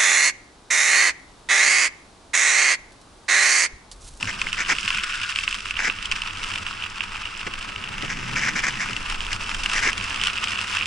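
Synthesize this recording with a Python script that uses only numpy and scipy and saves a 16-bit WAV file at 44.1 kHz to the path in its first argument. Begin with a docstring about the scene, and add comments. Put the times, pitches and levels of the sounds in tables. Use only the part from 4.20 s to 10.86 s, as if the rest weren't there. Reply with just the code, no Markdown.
"""Dry leaves crunch and tick under a bicycle on a park trail, heard from a camera carried on the ride.
The tyres crush the leaves in clumps of tiny brittle fractures, and sharp impacts excite the damped
modes of the camera's case. Rough ground brings short scraping swishes and soft thumps.
Tyre drone, a little wind and one faint, sinking whirr lie underneath."""
import sys
import numpy as np
from scipy import signal
from scipy.fft import rfft, irfft, next_fast_len
from scipy.io import wavfile

SR = 44100
rng = np.random.default_rng(int(sys.argv[2]) if len(sys.argv) > 2 else 0)


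def dump(signal):
    """Clip the signal to [-1, 1] and save it as 16-bit WAV at the path in sys.argv[1]."""
    limited = np.clip(np.atleast_2d(signal).T, -1, 1)
    pcm = np.round(limited * 32767).astype(np.int16)
    wavfile.write(sys.argv[1], SR, pcm)


N = 293706
TIME = np.arange(N) / SR
SIZE = next_fast_len(N + 8192, True)
FREQS = np.arange(SIZE // 2 + 1) * SR / SIZE
CASE_HZ = 2650   # nominal ring frequency of the case

# Levels in all tables are relative; each source adds its own gain.
# loud ticks: t/s, level/dB, nominal ring f/Hz, treble re tick/dB, left minus right/dB
TICKS = [(0.0279, -8, 2580, -21, 3), (0.216, -5, 2480, -22, 0), (0.269, -9, 2090, -34, 1),
         (0.3295, -10, 2580, -15, -2.5), (0.5848, -9.5, 2640, -18, 0), (0.6782, -4, 2610, -24.5, 1),
         (0.7044, -3.5, 2620, -29, -0.5), (0.7463, -10, 2570, -18.5, -1.0), (0.7841, -8.5, 2460, -25, 0.0),
         (0.8375, -13.5, 2450, -16.5, 2), (1.0354, -15.5, 2900, -23, -0.5),
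         (1.1596, -6.5, 2750, -21.5, -1.5), (1.1874, -8, 2640, -17, -1), (1.237, -14, 2700, -14, -8),
         (1.2778, -2.5, 2590, -39.5, -1), (1.3106, -20.5, 2650, -9, -2.0), (1.3442, -13.5, 2550, -15.5, 2),
         (1.5085, -9.5, 2610, -18, -4), (1.5695, -13.5, 2760, -23, -10), (1.591, -7.5, 2200, -24, 1),
         (1.699, -7, 2760, -42, -11), (1.8562, -24.5, 2650, -0.5, -2.5), (1.9144, -12.5, 2200, -10, 2),
         (1.9212, -6.5, 2550, -16, -5.0), (1.9622, -14.5, 2500, -14, 0), (2.3376, -13.5, 2640, -16, 0),
         (2.358, -11.5, 2380, -17, -3), (2.4657, -13, 2670, -20.5, -6), (2.6384, -12, 2800, -27, -3.5),
         (2.8067, -8, 2660, -28, -7), (3.056, -14.5, 2650, -24.5, -6.5), (3.3377, -17, 2790, -19.5, -11),
         (3.5606, -13.5, 2660, -27.5, -1.5), (3.6393, -16.5, 2640, -20, -4), (4.1615, -11, 2320, -29, 3),
         (4.765, -13.5, 2650, -14.5, 11), (4.899, -18.5, 2730, -5.5, 4), (5.0057, -10.5, 2840, -22, -3.5),
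         (5.1304, -12, 2870, -10, 3), (5.3457, -19, 2730, -7, -2.0), (5.4358, -21, 3230, -1, -0.5),
         (5.46, -5, 2730, -20, -1), (5.7787, -11.5, 2700, -13, -1), (6.0142, -9, 2960, -19, -2.0),
         (6.0365, -6, 2570, -11, -2.0), (6.0574, -12, 2780, -15, -2.5), (6.0704, -7.5, 3010, -12.5, 5),
         (6.2345, -12.5, 2670, -20, -10), (6.2861, -21, 2840, -26, -11), (6.6109, -9, 2560, -40, -1.5)]
# depth of leaf litter: t/s, share of the tyres' power that is dull rumble (0-1)
LITTER = [(0, 0.13), (3.6, 0.06), (3.9, 0.84), (4.7, 0.86), (4.95, 0.09), (6.66, 0)]


def leaves(crunch_db, crisp_db):
    """Brittle fracture: leaves collapse in clumps of cracks, over the rustle of many small ones."""
    spectrum = [(200, -33.5), (690, -23.5), (830, -11.5), (1030, -6), (1400, -3), (1920, -7), (2380, -5.5),
                (2680, -0.5), (2950, -5), (3400, -8.5), (4100, -14), (4750, -11.5), (5150, -9.5),
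                (6300, -17), (8200, -18.5), (10300, -28), (11000, -34.5)]   # crushed leaves: f/Hz, level/dB
    clump = from_db(2.3 * drift(rate=40))
    grains = rms_one(clump * cracks(per_s=900 * clump, size_db=3.5, decay_s=0.0007))
    rustle = from_db(-0.5) * np.sqrt(clump) * rng.standard_normal((2, N))
    crush = colour(grains + rustle, spectrum)
    # brittle leaves add bright splinters of their own
    splinters = from_db(-4) * colour(cracks(per_s=260 * clump, size_db=5.5, decay_s=0.00056), spectrum)
    treble = signal.butter(3, 3800, "high", fs=SR, output="sos")
    crisp, splinters = signal.sosfiltfilt(treble, np.stack([crush, splinters]))
    brittle_db = 0.98 * drift(rate=18)
    lows = from_db(crunch_db - 2) * rms_one(crush - crisp)
    highs = from_db(crisp_db + brittle_db - 1) * rms_one(crisp + splinters)
    return lows + highs


def cracks(per_s, size_db, decay_s):
    """Shot noise: random fractures, mostly tiny, each a burst whose energy decays exponentially."""
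    born = rng.random(N) < per_s / SR
    energy = born * from_db(size_db * np.minimum(rng.exponential(1, N), 4.5)) ** 2
    dying = signal.lfilter([1], [1, -np.exp(-1 / (decay_s * SR))], energy + 1e-18)
    return rms_one(np.sqrt(dying) * rng.standard_normal((2, N)))


def swells(width_s=0.0069, lag_s=0.003):
    """Amplitude envelope: a Gaussian bump of height one at each loud tick, as the leaf gives way."""
    bumps = np.zeros(N)
    away = np.linspace(-3, 3, round(6 * width_s * SR))
    for s, *_ in TICKS:
        add(bumps, s + lag_s - len(away) / 2 / SR, np.exp(-away ** 2))
    return np.minimum(bumps, 1)


def with_body(crunch, corner_hz=1020):
    """Shelving filter: a varying gain below the corner thins or fills the crunch."""
    body = [(0, 5), (0.7, -10), (1.25, -13), (2.1, 1), (3.1, 2), (4.4, 4), (5.2, 4.5), (6.66, -3.5)]   # low mids of the crunch: t/s, gain/dB
    low = signal.sosfiltfilt(signal.butter(4, corner_hz, fs=SR, output="sos"), crunch)
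    return crunch + (from_db(in_time(body)[0]) - 1) * low


def ticks(rows, contact_s=0.00035, crack_s=0.0014, crumble_s=0.009, bounce_db=-14):
    """Modal ringing: a hard contact strikes the case and bounces once, with a bright crack and crumbs."""
    case_modes = [(1127, -31.5, 0.025), (1510, -36.5, 0.034), (2300, -26, 0.012), (2690, -12, 0.0085),
                  (2798, -36.5, 0.009), (5370, -59, 0.0046)]   # resonances of the case: f/Hz, level/dB, T60/s
    crack_spectrum = [(700, -45), (1200, -17), (3000, 21), (4000, 6), (5200, 10.5), (6500, 3), (8300, 2.5),
                      (11000, -14)]   # the bright crack: f/Hz, level/dB
    rings, snaps = np.zeros((2, N)), np.zeros((2, N))
    t = TIME[:SR // 25]
    onset = 1 - np.exp(-(t / contact_s) ** 2)
    mode_hz, mode_db, t60 = np.transpose(case_modes)[:, :, None]
    for s, level_db, hz, treble_db, pan_db in rows:
        sides = from_db(np.array([[1], [-1]]) * pan_db / 2)
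        strength = from_db(mode_db + rng.normal(0, 1, mode_db.shape))
        pitch = mode_hz * hz / CASE_HZ * (1 + 0.018 * rng.standard_normal(mode_hz.shape))
        port_phase = rng.normal(0, 0.51, (2, len(case_modes), 1))
        modes = strength * from_db(-60 * t / t60) * np.sin(2 * np.pi * pitch * t + port_phase)
        ring = sides * from_db(level_db + 14) * modes.sum(axis=1) * onset
        add(rings, s, ring)
        add(rings, s + rng.uniform(0.00201, 0.0052), from_db(bounce_db) * ring)
        crumbs = from_db(-13 + 4.8 * rng.standard_normal(len(t))) * np.exp(-t / crumble_s)
        snap = (np.exp(-t / crack_s) + crumbs) * rng.standard_normal((2, len(t)))
        add(snaps, s, from_db(level_db + treble_db + 4.5) * snap)
    # the small case radiates nothing below its lowest mode
    radiation = signal.butter(5, 950, "high", fs=SR, output="sos")
    return signal.sosfilt(radiation, rings + ports(colour(snaps, crack_spectrum)))


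def lesser_ticks(crunch_db, per_s=9):
    """Poisson process: chance ticks, denser and louder as the crunch grows, in rows like TICKS."""
    born = np.flatnonzero(rng.random(N) < per_s * from_db(crunch_db - crunch_db.mean()) / SR)
    size, pitch, bright, side = rng.standard_normal((len(born), 4)).clip(-1.5, 1.5).T
    level_db = crunch_db[born] + 12.5 + 2 * size
    treble_db = -13 + 2 * bright
    return np.transpose([born / SR, level_db, CASE_HZ + 130 * pitch, treble_db, 1.5 * side])


def patter(crunch_db, per_s=30, size_db=3, band_hz=(2400, 3050)):
    """Impulse response: many faint hits ring the main mode of the case."""
    hits = (rng.random(N) < per_s / SR) * from_db(size_db * rng.standard_normal(N).clip(-1.5, 1.5))
    pair = hits * rng.choice([-1, 1], (2, N)) + 1e-18
    rings = signal.sosfilt(signal.butter(2, band_hz, "band", fs=SR, output="sos"), pair)
    return from_db(crunch_db - 8) * rms_one(rings)


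def swishes(steepness=4.9):
    """Sliding friction: dense slips swell and stop; deep litter keeps up a faint, uneven rubbing."""
    rubs = [(0.091, 0.033, -24.5), (0.407, 0.049, -22), (0.51, 0.041, -17), (1.607, 0.039, -25),
            (1.658, 0.054, -19), (3.272, 0.011, -28.5), (3.83, 0.015, -33), (3.913, 0.036, -27.5),
            (4.179, 0.037, -21.5), (4.256, 0.089, -23), (4.378, 0.044, -20.5), (4.464, 0.062, -21),
            (4.621, 0.04, -24), (5.123, 0.016, -23), (5.574, 0.05, -20.5), (5.661, 0.071, -18.5)]   # brief scrapes: middle t/s, length/s, level/dB
    spectrum = [(120, -27), (200, -12.5), (344, -18), (655, -12.5), (1230, -6.5), (1610, 1.5), (2330, 3),
                (2750, -12), (3390, -15), (4380, -18), (5180, -9), (6040, -11), (8060, -20.5), (9380, -39),
                (10600, -26.5), (11500, -47), (15000, -75)]   # friction noise: f/Hz, level/dB
    power = in_time(LITTER)[0] ** 2 * from_db(-35 - 0.5 * drift(rate=4)) ** 2
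    for s, length, db in rubs:
        away = np.abs(np.linspace(-2, 2, round(2 * length * SR)))   # from the middle, in half lengths
        add(power, s - length, from_db(db) ** 2 * np.exp(-away ** steepness))
    slips = cracks(per_s=4500, size_db=4.5, decay_s=0.001)
    return from_db(-0.68) * np.sqrt(power) * rms_one(colour(slips, spectrum))


def thumps(knock_s=0.0083, jolt_s=0.013):
    """Shock excitation: bumps give the frame a quick dull knock and a slower, deeper jolt."""
    bumps = [(0.021, -48, -35), (0.249, -41, -47), (0.516, -33.5, -55), (0.631, -48, -43.5),
             (0.739, -58, -43), (1.674, -35, -52), (3.263, -32, -52), (3.827, -32, -52),
             (4.691, -39.5, -33.5), (5.118, -46, -39), (5.662, -29, -41)]   # bumps in the trail: t/s, knock level/dB, jolt level/dB
    knock_spectrum = [(100, -14.5), (220, -6), (410, -5), (600, -12.5), (1200, -12.5), (3000, -66)]   # dull knock: f/Hz, level/dB
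    jolt_spectrum = [(50, -40), (105, 10), (150, 2), (230, 6), (500, -57)]   # deep shake: f/Hz, level/dB
    knocks, jolts = np.zeros((2, N)), np.zeros((2, N))
    t = TIME[:SR // 6]
    for s, knock_db, jolt_db in bumps:
        push = rng.standard_normal((2, len(t)))
        add(knocks, s, from_db(knock_db) * t / knock_s * np.exp(1 - t / knock_s) * push)
        add(jolts, s, from_db(jolt_db) * t / jolt_s * np.exp(1 - t / jolt_s) * push)
    return colour(knocks, knock_spectrum) + colour(jolts, jolt_spectrum)


def tyres():
    """Structure-borne sound: the tread drones through the frame on firm ground and rumbles in litter."""
    roll = [(0, -44), (0.35, -50), (0.75, -49.5), (1.1, -52.5), (2.1, -50), (2.37, -46), (2.6, -51),
            (3.3, -50), (4.13, -39), (4.9, -46.5), (5.35, -45), (5.6, -44), (6.66, -46)]   # rolling noise: t/s, level/dB
    firm_spectrum = [(45, -9), (75, -6.5), (98, 4.5), (122, -15.5), (165, -13.5), (197, -1.5), (235, -11),
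                     (400, -12.5), (560, -15), (720, -13.5), (1200, -42.5)]   # tread on firm ground: f/Hz, level/dB
    soft_spectrum = [(70, -25), (125, 3.5), (170, 0), (260, -4), (450, -15.5), (900, -42)]   # tread in deep litter: f/Hz, level/dB
    litter, = in_time(LITTER)
    firm = rms_one(colour(rng.standard_normal((2, N)), firm_spectrum))
    soft = rms_one(colour(rng.standard_normal((2, N)), soft_spectrum))
    gain = from_db(in_time(roll)[0] + 3.34 + 1.02 * drift(rate=21))
    return gain * (np.sqrt(1 - litter) * firm + np.sqrt(litter) * soft)


def wind(gust_db=2):
    """Turbulent pressure: air buffets the camera in gusts."""
    breeze = [(0, -44), (1.2, -46.5), (1.7, -43.5), (2.35, -44), (2.7, -47.5), (3.7, -43.5), (4.4, -45.5),
              (5.2, -39), (5.8, -39.5), (6.35, -50.5)]   # air against the camera: t/s, level/dB
    spectrum = [(10, -6.5), (24, 4.5), (38, -8), (60, -9), (120, -55), (300, -72)]   # buffeting: f/Hz, level/dB
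    gain = from_db(in_time(breeze)[0] + 2.5 + gust_db * drift(rate=3.1))
    return gain * rms_one(colour(rng.standard_normal((2, N)), spectrum))


def whirr(flutter_hz=28, upper_db=-4, upper_ratio=1.125):
    """Narrow-band noise: two randomly modulated tones glide down together."""
    glide = [(.6, 1560, -50), (.75, 1480, -40), (.9, 1455, -35), (1.07, 1445, -34), (1.14, 1320, -48),
             (1.35, 1290, -48)]   # faint whirr: t/s, lower tone f/Hz, level/dB
    hz, level_db = in_time(glide)
    phase = 2 * np.pi * np.cumsum(hz) / SR
    smoothing = signal.butter(2, flutter_hz, fs=SR, output="sos")
    flutter = signal.sosfilt(smoothing, rng.standard_normal((2, 2, N)))
    lower = flutter[0] * np.sin(phase)
    upper = from_db(upper_db) * flutter[1] * np.sin(upper_ratio * phase)
    return from_db(level_db) * rms_one(lower + upper)


def ports(pair):
    """Partial coherence: mid and side reach two microphone ports, shifted by the case in phase and level."""
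    lead = [(25, 0), (70, .2), (200, .6), (450, 1.5), (700, 2.1), (1000, 1.0), (1400, .6), (2000, .7),
            (2650, -.4), (3100, .45), (5500, .05), (11000, 0)]   # phase between the ports: f/Hz, left lead/rad
    balance = [(60, -1), (250, -1), (600, 1), (1200, 2.5), (2100, 1.5), (2800, -4.5), (3400, -.5),
               (5000, -.5), (7000, -1), (11000, -0.5)]   # level between the ports: f/Hz, left minus right/dB
    spread = [(40, -40), (130, -18), (300, -7.5), (700, -4.5), (1300, -7), (2200, -17.5), (2700, -5),
              (3500, -11.5), (6500, -6.5), (11000, -9.5)]   # unshared sound: f/Hz, side gain/dB
    mid, side = rfft(pair, SIZE)
    sign = np.array([[1], [-1]])
    shift = from_db(sign * at_hz(balance) / 2) * np.exp(.5j * sign * at_hz(lead))
    return irfft((mid + sign * from_db(at_hz(spread)) * side) * shift, SIZE)[:, :N]


def colour(x, spectrum):
    """Minimum-phase filter: folding the cepstrum makes the spectrum causal, at unit power gain."""
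    cepstrum = irfft(np.log(rms_one(from_db(at_hz(spectrum)))), SIZE)
    cepstrum[1:SIZE // 2] *= 2
    cepstrum[SIZE // 2 + 1:] = 0
    return irfft(rfft(x, SIZE) * np.exp(rfft(cepstrum)), SIZE)[..., :N]


def drift(rate):
    """Random modulation: noise low-passed at rate/Hz, with a spread of about one."""
    pole = np.exp(-40 * np.pi * rate / SR)   # one step per 20 samples
    slow = signal.lfilter([1], [1, -2 * pole, pole * pole], rng.standard_normal(N // 20 + 4002))[4000:]
    return np.interp(np.arange(N) / 20, np.arange(len(slow)), np.clip(rms_one(slow), -2.3, 2.3))


def from_db(db):
    """Decibels to amplitude ratio."""
    return 10 ** (np.asarray(db) / 20)


def rms_one(x):
    """Normalisation to an rms of one."""
    return x / np.sqrt(np.mean(x ** 2) + 1e-20)


def in_time(rows):
    """Linear interpolation in time, one curve per column."""
    s, *columns = np.transpose(rows)
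    return [np.interp(TIME, s, c) for c in columns]


def at_hz(points):
    """Interpolation on a log-frequency axis."""
    hz, value = np.transpose(points)
    return np.interp(np.log(FREQS + 1), np.log(hz), value)


def add(out, s, sound):
    """Superposition: mix a short sound in at time s."""
    i = max(0, round(s * SR))
    out[..., i:i + sound.shape[-1]] += sound[..., :max(0, N - i)]


def scene():
    """Superposition: trail, bicycle, wind and ticks sum at the two ports."""
    ride = [(0.0, -36, -40.5), (0.3, -33.5, -43), (0.63, -29.5, -37.5), (0.89, -28.5, -40.5),
            (1.28, -33, -40), (1.5, -33.5, -42.5), (1.65, -32, -46.5), (2.24, -34, -43), (2.59, -33.5, -45),
            (3.71, -34.5, -46), (4.32, -33.5, -44.5), (4.97, -33.5, -43), (5.36, -32, -39.5),
            (5.6, -28.5, -36), (5.79, -29.5, -39.5), (6.19, -26.5, -40), (6.51, -30, -39),
            (6.66, -26.5, -40.5)]   # leaves under the tyres: t/s, crunch level/dB, crisp treble level/dB
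    crunch_db, crisp_db = in_time(ride)
    patches_db = 0.68 * drift(rate=20)   # the leaves lie in uneven patches
    crunch_db, crisp_db = crunch_db + patches_db, crisp_db + patches_db
    swell = swells()
    crunch = with_body(leaves(crunch_db + 3 * swell, crisp_db + 2.5 * swell))
    trail = crunch + patter(crunch_db) + swishes()
    bicycle = whirr() + thumps() + tyres()
    return ports(trail + bicycle + wind()) + ticks([*TICKS, *lesser_ticks(crunch_db)])


def record(dry, ceiling=0.8, cutoff_hz=11200):
    """Saturation and band limiting: the camera rounds the highest peaks and cuts the top steeply."""
    rounded = ceiling * np.tanh(dry / ceiling)
    return signal.sosfilt(signal.ellip(8, .3, 70, cutoff_hz, fs=SR, output="sos"), rounded)


dry = scene()
out = record(dry)
dump(out)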